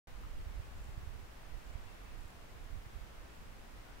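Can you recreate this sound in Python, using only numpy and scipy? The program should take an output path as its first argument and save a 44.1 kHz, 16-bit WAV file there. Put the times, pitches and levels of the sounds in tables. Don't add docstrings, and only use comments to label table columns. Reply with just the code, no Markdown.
import sys
import numpy as np
from scipy.fft import rfft, irfft, next_fast_len
from scipy.io import wavfile
from scipy.ndimage import map_coordinates

SR = 44100
rng = np.random.default_rng(int(sys.argv[2]) if len(sys.argv) > 2 else 0)


def store_pcm(level_fs):
    pcm = np.round(np.clip(level_fs, -1, 1) * 32767).astype(np.int16)
    wavfile.write(sys.argv[1], SR, np.atleast_2d(pcm).T)


N = 176400
TIME = np.arange(N) / SR


def amp(db):
    return 10 ** (np.asarray(db) / 20)


def unit(x):
    return x / np.sqrt(np.mean(x ** 2) + 1e-20)


def along(points, hz):
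    f, v = np.transpose(points)
    return np.interp(np.log(hz + 1), np.log(f + 1), v)


def pan(db):
    return amp([[db / 2], [-db / 2]])


def wobble(rate):
    return map_coordinates(rng.standard_normal(4096), [TIME * rate], mode="mirror")


def swell(middle, half):
    return np.exp(-.5 * ((TIME - middle) / half) ** 2)


def filtered(x, response):
    m = next_fast_len(N + SR // 2)
    return irfft(rfft(x, m) * response(np.fft.rfftfreq(m, 1 / SR)), m)[..., :N]


def rush(spectrum, alike=None):
    def response(hz):
        likeness = np.clip(along(alike, hz), -1, 1) if alike else np.zeros_like(hz)
        turn = np.arccos(likeness) / 2
        return amp(along(spectrum, hz)) * [np.cos(turn), np.sin(turn)]
    mid, side = filtered(rng.standard_normal((2, N)), response)
    return unit(np.array([mid + side, mid - side]))


# frequency in Hz, relative spectral density in dB.
RUMBLE_SPECTRUM = [(10, 2), (25, 0.5), (55, 1.5), (90, -8), (150, -11.5), (210, -12.5), (330, -17.5),
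                   (500, -26), (1500, -81)]
WASH_SPECTRUM = [(40, -12.5), (150, -5), (320, -2), (500, -2.3), (800, -2.5), (1200, -4), (1900, -6.5),
                 (2650, -9.5), (3400, -13), (5000, -18.5), (8000, -26), (15000, -46)]
HISS_SPECTRUM = [(300, 8.5), (2500, -7.5), (5000, -0.5), (7500, -2), (10000, -3.5), (13000, -4.5),
                 (16000, -3.5)]
# frequency in Hz, left-right correlation from 0 to 1.
CORRELATION = [(50, 0.92), (130, 0.65), (290, 0), (640, 0.11), (1400, 0), (3000, 0)]

def air_and_water():
    rise_db_per_s = 0.09
    drift_db = rise_db_per_s * (TIME - TIME.mean()) + 0.39 * wobble(rate=3.4)
    wash = amp(-58.5 + drift_db) * rush(WASH_SPECTRUM, CORRELATION)
    rumble = amp(-56) * pan(db=2) * rush(RUMBLE_SPECTRUM, CORRELATION)
    hiss = amp(-66.5) * rush(HISS_SPECTRUM)
    return rumble + wash + hiss


# time in seconds, level in dB.
SHELTERED_GUSTS = [(.08, -63), (.21, -47.5), (.3, -50.5), (.52, -46.5), (.65, -47), (.78, -43), (.95, -49),
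                   (1.06, -46.5), (1.2, -62), (2.5, -58), (2.95, -56), (3.15, -64), (4, -62)]
OPEN_GUSTS = [(.08, -48), (.22, -45.5), (.31, -44.5), (.39, -39), (.47, -41), (.58, -40), (.64, -55),
              (.82, -49), (1.08, -46), (1.22, -45.5), (1.36, -61), (1.52, -39.5), (1.62, -54), (1.75, -38),
              (1.87, -47.5), (2.03, -52), (2.13, -44), (2.33, -56), (2.56, -52), (2.76, -37.5), (2.91, -60),
              (2.96, -40.5), (3.1, -54), (3.19, -46.5), (3.32, -55.5), (3.38, -52), (3.47, -53), (4, -56)]
# frequency in Hz, relative spectral density in dB.
BUFFET_SPECTRUM = [(6, -4.5), (14, -16.5), (28, 1.5), (42, -3), (70, -9.5), (100, -16), (150, -25),
                   (250, -48), (500, -47), (1500, -92)]

def wind_buffeting():
    ports = (SHELTERED_GUSTS, OPEN_GUSTS)
    gust_db = np.array([np.interp(TIME, *np.transpose(gusts)) for gusts in ports])
    lumps_db = 2 * np.array([wobble(rate=22) for _ in ports])
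    return amp(gust_db) * unit(amp(lumps_db) * rush(BUFFET_SPECTRUM))


# start in seconds, level in dB.
PLIPS = [(.236, -47.5), (.2497, -48), (.2835, -61)]
# frequency in Hz, relative level in dB, time to decay by 60 dB in seconds.
PLIP_MODES = [(1080, -4, .02), (1230, 0, .022)]

def water_plips():
    attack_s = .0008
    out = np.zeros(N)
    for start, db in PLIPS:
        age = np.maximum(TIME - start, 0)
        attack = 1 - np.exp(-age / attack_s)
        for hz, mode_db, t60 in PLIP_MODES:
            out += amp(db + mode_db - 60 * age / t60) * attack * np.sin(2 * np.pi * hz * age)
    return out * pan(db=4)


# centre in seconds, peak in dB, pitch in Hz.
EDDIES = [(.316, -32, 32), (.475, -31.5, 50), (.558, -33, 42), (.601, -31.5, 59), (.775, -41, 78),
          (.815, -36, 48), (.892, -34.5, 72), (.979, -33.5, 86), (1.037, -36, 86), (1.076, -33, 68),
          (1.16, -38, 72), (1.233, -38, 72), (1.757, -35, 80), (2.256, -39.5, 68), (2.776, -35, 53),
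          (2.866, -37.5, 68)]

def eddy_thumps():
    right = np.zeros(N)
    for centre, db, hz in EDDIES:
        u = (np.pi * hz * (TIME - centre)) ** 2
        ricker_pulse = (1 - 2 * u) * np.exp(-u)
        right += rng.choice([-1, 1]) * amp(db) * ricker_pulse
    return np.array([amp(-28) * right, right])


# centre in seconds, half length in seconds, level in dB, left minus right in dB.
REED_SWELLS = [(.84, 0.11, -74, -1), (1.69, .07, -76, -2), (3.36, 0.07, -77, -1)]
# frequency in Hz, relative spectral density in dB.
REED_SPECTRUM = [(2000, -41), (5500, -19), (6900, -1), (7700, 0.5), (8600, -12), (12000, -13), (15500, -13)]

def reed_rustles():
    grain_db = 2.5 * wobble(rate=300)
    rustle = unit(amp(grain_db) * rush(REED_SPECTRUM))
    return rustle * sum(amp(db) * swell(s, half) * pan(pan_db) for s, half, db, pan_db in REED_SWELLS)


# centre in seconds, half length in seconds, pitch in Hz, glide in Hz per second,
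# level in dB, left minus right in dB.
CHIRP_NOTES = [(1.91, .04, 2700, -500, -71, 2), (2.07, .05, 2630, -600, -70, -1),
               (3.9, 0.04, 1480, 1500, -69, 10)]

def far_chirps():
    blur_hz = 70
    out = np.zeros((2, N))
    for centre, half, hz, glide, db, pan_db in CHIRP_NOTES:
        t = TIME - centre
        phase = 2 * np.pi * (hz * t + glide * t ** 2 / 2)
        blur = np.array([wobble(2 * blur_hz) + 1j * wobble(2 * blur_hz) for _ in range(2)])
        note = unit((blur * np.exp(1j * phase)).real)
        out += amp(db) * pan(pan_db) * swell(centre, half) * note
    return out


# frequency in Hz, relative spectral density in dB.
RASP_SPECTRUM = [(3000, -40), (6600, -8), (7300, -1), (7800, -4), (8500, -13), (9700, -8), (12000, -10),
                 (15500, -18)]

def insect_trill():
    first_s, period_s = 2.185, .024
    first_db, step_db = -70.5, 1
    strokes = sum(amp(first_db + step_db * k) * swell(first_s + k * period_s, half=.003)
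                  for k in range(6))
    return strokes * rush(RASP_SPECTRUM)


def scene():
    return (air_and_water() + wind_buffeting() + water_plips() + eddy_thumps()
            + reed_rustles() + far_chirps() + insect_trill())


def record(dry):
    start_s, cutoff_hz = .072, 15780
    return filtered(dry * (TIME >= start_s), lambda hz: hz < cutoff_hz)


dry = scene()
out = record(dry)
store_pcm(out)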